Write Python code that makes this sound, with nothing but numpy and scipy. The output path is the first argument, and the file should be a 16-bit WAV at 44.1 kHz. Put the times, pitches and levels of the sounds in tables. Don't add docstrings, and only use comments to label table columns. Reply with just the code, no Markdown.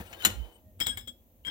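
import sys
import numpy as np
from scipy import signal
from scipy.fft import rfft, irfft
from scipy.io import wavfile
from scipy.ndimage import uniform_filter1d

SR = 44100
rng = np.random.default_rng(int(sys.argv[2]) if len(sys.argv) > 2 else 0)


def nominal_scale(level):
    x = np.asarray(level, float) / 20
    return 10 ** x


def generate_wav(sig):
    pcm = np.round(np.clip(np.atleast_2d(sig).T, -1, 1) * 32767).astype(np.int16)
    wavfile.write(sys.argv[1], SR, pcm)


N = 66150
T = np.arange(N) / SR


def unit(x):
    return x / np.sqrt(np.mean(x ** 2))


def curve(rows, axis=1):
    rows = np.array(rows, float)
    return np.interp(T, rows[:, 0], rows[:, axis])


def colour(x, points, lag_s=0.):
    n = x.shape[-1]
    f = np.arange(n + 1) * SR / (2 * n) + 1e-3
    p = np.array(points, float)
    gain = nominal_scale(np.interp(np.log(f), np.log(p[:, 0]), p[:, 1]))
    delay = np.exp(-2j * np.pi * f * lag_s)
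    return irfft(rfft(x, 2 * n) * gain * delay, 2 * n)[..., :n]


def mode(x, hz, t60):
    pole = np.exp(2j * np.pi * hz / SR - np.log(1000) / (t60 * SR))
    return signal.lfilter([1], [1, -pole], x).imag


def band(x, hz, width):
    return unit(mode(x, hz, np.log(1000) / (np.pi * width)))


def walk(rate):
    k = int(SR / rate)
    return unit(uniform_filter1d(uniform_filter1d(rng.standard_normal(N), k), k))


def wide(mid, side, side_db):
    return mid + nominal_scale(side_db) * side * np.array([[1], [-1]])


# freq_hz, level_db (per Hz)
KITCHEN_HUM = [(15, -50.5), (25, -23), (44, -0.5), (65, -4.5), (125, -21), (243, -12.5), (446, -23.5),
               (514, -16), (1800, -52), (2340, -77), (3960, -120)]
# freq_hz, level_db (per Hz)
RECORDER_HISS = [(900, -43), (1800, -10), (3200, -7.5), (5200, -15), (6300, -6.5), (8500, -11.5),
                 (10500, -9.5), (12600, 2.5)]
KITCHEN_DB, HISS_DB = -63, -66
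ALIKE_BELOW_HZ = 3000


def kitchen():
    spectrum = KITCHEN_HUM + [(2500, -77.5)]
    mid = unit(colour(rng.standard_normal(N), spectrum))
    side = unit(colour(rng.standard_normal(N), spectrum))
    side = colour(side, [(ALIKE_BELOW_HZ / 2, -10), (ALIKE_BELOW_HZ * 4.5, 0)])
    hiss = unit(colour(rng.standard_normal((2, N)), RECORDER_HISS))
    return nominal_scale(KITCHEN_DB) * wide(mid, side, 0) + nominal_scale(HISS_DB) * hiss


# time_s, level_db
SHAKING = [(0, -30), (.03, -52), (.1, -58), (.22, -59), (.3, -42), (.5, -70.5), (.63, -64), (.67, -56.5),
           (.72, -60.5), (.76, -59), (.9, -48.5), (1.04, -53.5), (1.1, -70), (1.5, -66.5)]
# freq_hz, width_hz, level_db
COUNTER_MODES = [(49, 5, -6.5), (91, 30, 0.5), (218, 63, -10)]


def rumble():
    def shake():
        parts = 0
        for hz, width, db in COUNTER_MODES:
            once = band(rng.standard_normal(N), hz, width)
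            parts = parts + nominal_scale(db) * band(once, hz, 2 * width)
        return parts

    return nominal_scale(curve(SHAKING)) * wide(shake(), shake(), side_db=-12.5)


PUFF_S, PUFF_RISE_S, PUFF_FALL_S, PUFF_REACH_S = .4045, .045, .04, .085
PUFF_DB, PUFF_LEAK_DB = -25, -22
PUFF_HZ, PUFF_SAG_HZ_PER_S = 58, 60


def puff():
    d = T - PUFF_S
    shape = np.exp(-np.abs(d) / np.where(d < 0, PUFF_RISE_S, PUFF_FALL_S))
    shape = shape * np.exp(-(d / PUFF_REACH_S) ** 4)
    flap = np.cos(2 * np.pi * (PUFF_HZ * d - PUFF_SAG_HZ_PER_S * d ** 2))
    turbulence = 0.13 * band(rng.standard_normal(N), 84, 120)
    return nominal_scale(PUFF_DB) * shape * (flap + turbulence) * np.array([[nominal_scale(PUFF_LEAK_DB)], [1]])


def tone(rows, rough_db, count=1):
    inside = uniform_filter1d(1. * (T >= rows[0][0]) * (T <= rows[-1][0]), 200, mode="nearest")
    phase = 2 * np.pi * np.cumsum(curve(rows)) / SR
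    level = np.sqrt(2) * nominal_scale(curve(rows, axis=2) + rough_db * walk(170))
    return inside * level * np.sin(count * phase)


# time_s, pitch_hz, level_db
FINGER_SQUEAK = [
    (0.6, 630, -85),
    (0.688, 624, -63.5),
    (0.79, 602, -88),
]


def squeak():
    return tone(FINGER_SQUEAK, 0.52) + nominal_scale(-19.5) * tone(FINGER_SQUEAK, 2.13, count=3)


# time_s, level_db, rustle_db (low rustle against the hiss)
SLIDE = [(0, -49.5, 3), (.05, -56.5, -6), (.12, -57.5, 0.5), (.18, -59, 5), (.215, -47.5, -12),
         (.25, -44.5, 3), (.33, -60.5, 6.5), (.42, -60.5, 0.5), (.5, -67.5, 8.5), (.56, -70.5, 5),
         (.63, -82, 4), (.7, -85, -7.5)]
# freq_hz, level_db (per Hz)
SLIDE_HISS = [(1000, -6), (1500, 0), (2700, -2), (4000, -7), (5500, -13), (9000, -12.5), (12000, -9),
              (16000, -4)]
# freq_hz, level_db (per Hz)
TRAY_RUSTLE = [(200, -15), (350, -1.5), (600, 0), (900, -4.5), (1300, -19.5), (2200, -34)]
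DRAG_FLICKER_DB, GRIT_FLICKER_DB = .8, 1.5


def drag():
    grit = rng.standard_normal((3, N)) * nominal_scale(GRIT_FLICKER_DB * walk(96))
    level = nominal_scale(curve(SLIDE) + DRAG_FLICKER_DB * walk(21))
    hiss = level * unit(colour(grit[0], [(500, -33)] + SLIDE_HISS))
    low = unit(colour(grit[1:], TRAY_RUSTLE)) * level * nominal_scale(curve(SLIDE, axis=2))
    return hiss, wide(low[0], low[1], side_db=-9)


# loudest_s, half_length_s, level_db, pitch_hz, glide_hz_per_s
RUBS = [(0.078, .02, -64.5, 2920, 0), (0.106, .025, -64.5, 1384, 500), (0.086, .03, -62.5, 8160, 0),
        (0.132, .035, -69, 4320, 0), (.143, .015, -59.5, 3050, 0), (0.193, .03, -62, 1620, 503),
        (0.214, 0.032, -59.5, 3700, 3000), (.228, .025, -46, 3030, -1500), (.235, .014, -46.5, 1460, 1500),
        (0.326, .04, -60.5, 1397, 8.5), (0.409, .08, -61, 3047, -4.5), (0.545, .045, -68.5, 3004, 5.5),
        (0.548, .022, -67, 8360, 4), (.795, .008, -65, 8210, 3.5), (.925, .018, -54, 1630, 0),
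        (1.446, .006, -65, 3070, 30008)]
RUB_WIDTH, RUB_REF_HZ = .03, 3000


def brushes():
    out = 0
    for s, length, db, hz, glide in RUBS:
        width_hz = hz * RUB_WIDTH * hz / RUB_REF_HZ
        a, b = walk(width_hz), walk(width_hz)
        d = T - s
        phase = 2 * np.pi * (hz * d + glide * d ** 2 / 2)
        swell = nominal_scale(db) * np.exp(-(d / length) ** 4)
        out = out + swell * (a * np.cos(phase) + b * np.sin(phase))
    return out


# start_s, hold_s, level_db, pitch_hz, release_t60_s
FOOT_SQUEALS = [(0.24, 0.0042, -36, 4000, 0.01), (0.807, 0.02, -27.5, 3249, 0.015),
                (0.832, 0.037, -41.5, 3337, 0.068), (0.878, 0.026, -37.5, 3298, 0.067),
                (0.893, 0.0036, -31.5, 3306, 0.1), (0.891, 0.013, -36, 8250, 0.094),
                (0.918, 0.0051, -49.5, 3280, 0.15), (0.974, 0.014, -53, 3280, 0.2),
                (0.975, 0.0073, -52, 3378, 0.32), (1.073, 0.022, -40.5, 3311, 0.039),
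                (1.449, 0.04, -36, 3203, 0.028), (1.481, 0.0063, -43, 1600, 0.03),
                (1.478, 0.012, -54, 5190, 0.12), (1.494, 0.011, -37.5, 3260, .05)]
SQUEAL_ATTACK_S, SQUEAL_RISE_PER_S, SWELL_DB_PER_S = 0.00073, 0.48, 121.5
SQUEAL_ROUGH_DB, SQUEALS_DB = 1.5, -2


def squeals():
    out = 0
    for s, hold, db, hz, t60 in FOOT_SQUEALS:
        d = np.clip(T - s, 0, None)
        attack = 1 - np.exp(-d / SQUEAL_ATTACK_S)
        release = nominal_scale(db - 60 * np.clip(d - hold, 0, None) / t60)
        swell = nominal_scale(-SWELL_DB_PER_S * np.clip(hold - d, 0, None))
        rough = nominal_scale(SQUEAL_ROUGH_DB * walk(380))
        phase = 2 * np.pi * hz * (d + SQUEAL_RISE_PER_S * d * np.minimum(d, hold) / 2)
        out = out + attack * release * swell * rough * np.sqrt(2) * np.sin(phase)
    return out * nominal_scale(SQUEALS_DB)


# start_s, level_db, pitch_hz, t60_s
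PLINKS = [(.021, -42.5, 483, 0.056), (0.023, -46, 1727, 0.042), (0.127, -51, 5720, 0.029),
          (0.2504, -21.5, 3080, 0.0038), (.2515, -12, 7260, 0.026), (.256, -34.5, 201.4, 0.14),
          (0.2652, -35.5, 312.4, 0.13), (0.881, -49.5, 240.9, 0.43), (0.8028, -31.5, 2200, 0.016),
          (.8015, -52, 3970, 0.018), (0.809, -26, 2180, 0.012), (0.8082, -37.5, 5330, 0.09),
          (.815, -23.5, 1900, 0.0063), (0.864, -26.5, 3880, 0.0073), (0.868, -35.5, 5780, .015),
          (.8665, -49, 2140, 0.011), (.869, -47, 5176, 0.089), (.878, -31, 3520, 0.018),
          (0.886, -53, 1880, 0.0096), (.9725, -36, 2200, 0.046), (.975, -46, 1720, 0.073),
          (1.079, -51, 241.9, 0.26), (1.4495, -42, 2206, 0.013), (1.4685, -41.5, 1800, 0.011),
          (1.475, -40.5, 1960, 0.0095), (1.479, -36, 2020, 0.009), (1.4693, -45, 7100, 0.014)]


def impacts():
    out = 0
    for s, db, hz, t60 in PLINKS:
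        late = np.clip(T - s, 0, None)
        out = out + nominal_scale(db - 60 * late / t60) * np.sin(2 * np.pi * hz * late)
    return out


# pitch_hz, level_db, t60_s
TRAY_PANELS = [(55, -10, .2), (96, -5, .15), (200, 2, .1), (238, -6, .35), (321, 1, .1), (505, -2, .06),
               (640, -8, .05), (960, -9, .05)]
THUD_CYCLES = 0.45


def tray(push):
    panels = []
    for hz, db, t60 in TRAY_PANELS:
        share = hz / THUD_CYCLES / SR
        slow_push = signal.lfilter([share], [1, share - 1], push)
        panels.append(nominal_scale(db) * mode(slow_push, hz, t60))
    opposed = sum((-1) ** k * panel for k, panel in enumerate(panels))
    return wide(sum(panels), opposed, side_db=-17)


TOUCH_S, THUD_PUSH_S = .4, 0.00015
CHATTER_PER_S, CHATTER_SPREAD_DB = 2500, 2.5
GRIT, STRIKE = .8, 4.3
TREBLE_HZ = 3500


def contacts(rows, modes, crack, crack_db, ring_db, thump_db, touch_db, twin_detune, twin_db):
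    n = int(TOUCH_S * SR)
    after = np.arange(n) / SR
    clinks, push = np.zeros(N + n), np.zeros(N)
    for s, db, t60, thud_db, treble_db in rows:
        chance = rng.random((3, n))
        fade = nominal_scale(db - 60 * after / t60)
        ticks = (chance[0] < CHATTER_PER_S / SR) * nominal_scale(-CHATTER_SPREAD_DB * np.log(chance[1] + 1e-9))
        rattle = unit(ticks * np.sign(chance[2] - .5)) + GRIT * rng.standard_normal(n)
        force = fade * (rattle + STRIKE * (after == 0))
        ring = 0
        for hz, gain_db, ring_t60 in modes:
            spread, twin_side = rng.standard_normal(2)
            twin_hz = hz * (1 + twin_detune * np.sign(twin_side))
            pair = mode(force, hz, ring_t60) + nominal_scale(twin_db) * mode(force, twin_hz, ring_t60)
            ring = ring + nominal_scale(gain_db + touch_db * spread) * pair / 20
        late = np.clip(T - s, 0, None) / THUD_PUSH_S
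        push = push + nominal_scale(db + thud_db) * np.exp(-late) * late
        clink = nominal_scale(crack_db) * fade * unit(colour(rattle, crack)) + nominal_scale(ring_db) * ring
        start = int(s * SR)
        clinks[start:start + n] += colour(clink, [(TREBLE_HZ / 2, 0), (TREBLE_HZ * 2, treble_db)])
    return clinks[:N], nominal_scale(thump_db) * tray(push) / 2


# start_s, level_db, chatter_t60_s, thud_db, treble_db
ROCKING = [(.794, -48, 0.12, -26, -21), (.8015, -32.5, 0.018, -16, 7), (.808, -32, 0.14, 7, -1.5),
           (.8655, -33, 0.12, 2, 1), (.877, -32.5, 0.033, 4.5, -3), (.895, -48.5, 0.35, 10, -9.5),
           (.972, -38.5, 0.12, -4, -1), (1.0745, -46.5, 0.1, 12, 0), (1.449, -49.5, 0.18, -1, -2),
           (1.467, -40, 0.1, 7, -8), (1.48, -45, 0.46, 15, -19)]
# pitch_hz, level_db, t60_s
STANDING_MODES = [(1701, -13, 0.09), (2300, -3, 0.0155), (3167, -14.5, 0.018), (3336, -2.5, 0.084),
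                  (3884, -1, 0.013), (5190, -6.5, 0.114), (7380, -6, 0.11), (7720, 2, 0.056),
                  (8290, 1.5, 0.051), (9280, -12, 0.04), (10110, -24, 0.17), (11850, -3.5, 0.045),
                  (11550, -8.5, 0.074), (14420, -15, 0.033)]
# freq_hz, level_db
STANDING_CRACK = [(180, -13), (300, -5.5), (2700, -10), (3240, 5.5), (6410, -23), (7570, 1), (10700, -6),
                  (15200, 6.5), (16000, -3)]


def rocks():
    clinks, thump = contacts(ROCKING, STANDING_MODES, STANDING_CRACK, crack_db=0, ring_db=-5, thump_db=-20,
                             touch_db=3, twin_detune=.014, twin_db=-4)
    return clinks * nominal_scale(0.5 * walk(167)), thump


# start_s, level_db, chatter_t60_s, thud_db, treble_db
HELD_KNOCKS = [
    (.0215, -55.5, 0.015, 17, -5.5),
    (.1275, -44, 0.09, -4, -6),
    (.222, -52.5, 0.41, -14.5, 3),
    (.2493, -19, 0.053, -6.5, 6),
    (.262, -41, 0.28, -12.5, -2.5),
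    (.27, -37.5, 0.017, 19, 2),
]
# pitch_hz, level_db, t60_s
HELD_MODES = [(1460, -7, .045), (1916, -7, .06), (2236, -9, .06), (2990, 2, .11), (4182, -6, .075),
              (5529, -12, .08), (6013, -20, .06), (7092, -3, .06), (7380, -5, .035), (8323, -4, .07),
              (11330, -12, .06), (13095, -4, .045), (13910, -9, .06), (14865, 0, .045)]
# freq_hz, level_db
HELD_CRACK = [(180, -34), (300, -9), (1900, 0.5), (3030, 4), (5700, -13), (7200, -1), (10700, -13.5),
              (15200, -4), (16000, -43)]


def knocks():
    return contacts(HELD_KNOCKS, HELD_MODES, HELD_CRACK, crack_db=3, ring_db=-4.5, thump_db=-24,
                    touch_db=1, twin_detune=.003, twin_db=-14)


# freq_hz, left_over_right_db
RECORDER_SHADOW = [(200, 0), (700, 1.5), (1290, 11), (2380, 12), (4400, 12.5), (8120, 10), (15000, 4)]
LEFT_LAG_S = 0.0002097
BOUNCE_DB, BOUNCE_S, BOUNCE_HZ = -14.5, (.00031, .00052), 5300


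def ports(x):
    half = np.array(RECORDER_SHADOW, float) * [1, .5]
    left = colour(x, half, LEFT_LAG_S)
    right = colour(x, half * [1, -1])
    mirror = [(BOUNCE_HZ / 2, BOUNCE_DB - 21.5), (BOUNCE_HZ, BOUNCE_DB)]
    return np.array([v + colour(v, mirror, lag) for v, lag in zip((left, right), BOUNCE_S)])


ROOM_DB, ROOM_T60_S, ROOM_DARK_HZ = -13.5, 0.24, 6760


def room(near):
    t = T[:SR // 2]
    echo = rng.standard_normal((2, len(t))) * nominal_scale(-60 * t / ROOM_T60_S) * (t > .003)
    echo = signal.lfilter([1], [1, -np.exp(-2 * np.pi * ROOM_DARK_HZ / SR)], echo)
    echo = echo / np.sqrt(np.sum(echo ** 2, axis=1, keepdims=True))
    return nominal_scale(ROOM_DB) * signal.fftconvolve(near.mean(axis=0)[None], echo, axes=1)[:, :N]


TURNED_S, TURNED_PAN_DB = 1.3, 3


def scene():
    held, thud = knocks()
    standing, thump = rocks()
    hiss, rustle = drag()
    glass = ports(held + standing + impacts() + squeals() + hiss + brushes())
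    turned = TURNED_PAN_DB / 2 * (T > TURNED_S)
    near = glass * nominal_scale(np.array([turned, -turned])) + thud + thump + rustle
    return near + room(near) + squeak() + rumble() + puff() + kitchen()


def roll_off(x):
    return signal.sosfilt(signal.butter(12, 16650, fs=SR, output="sos"), x)


LOW_CUT_HZ, TOP_HZ, CEILING = 38, 15900, .85


def record(dry):
    low_cut = signal.butter(2, LOW_CUT_HZ, "high", fs=SR, output="sos")
    limited = CEILING * np.tanh(signal.sosfilt(low_cut, dry) / CEILING)
    top_cut = signal.ellip(8, .2, 60, TOP_HZ, fs=SR, output="sos")
    mix = signal.sosfilt(top_cut, limited)
    return roll_off(mix)


dry = scene()
out = record(dry)
generate_wav(out)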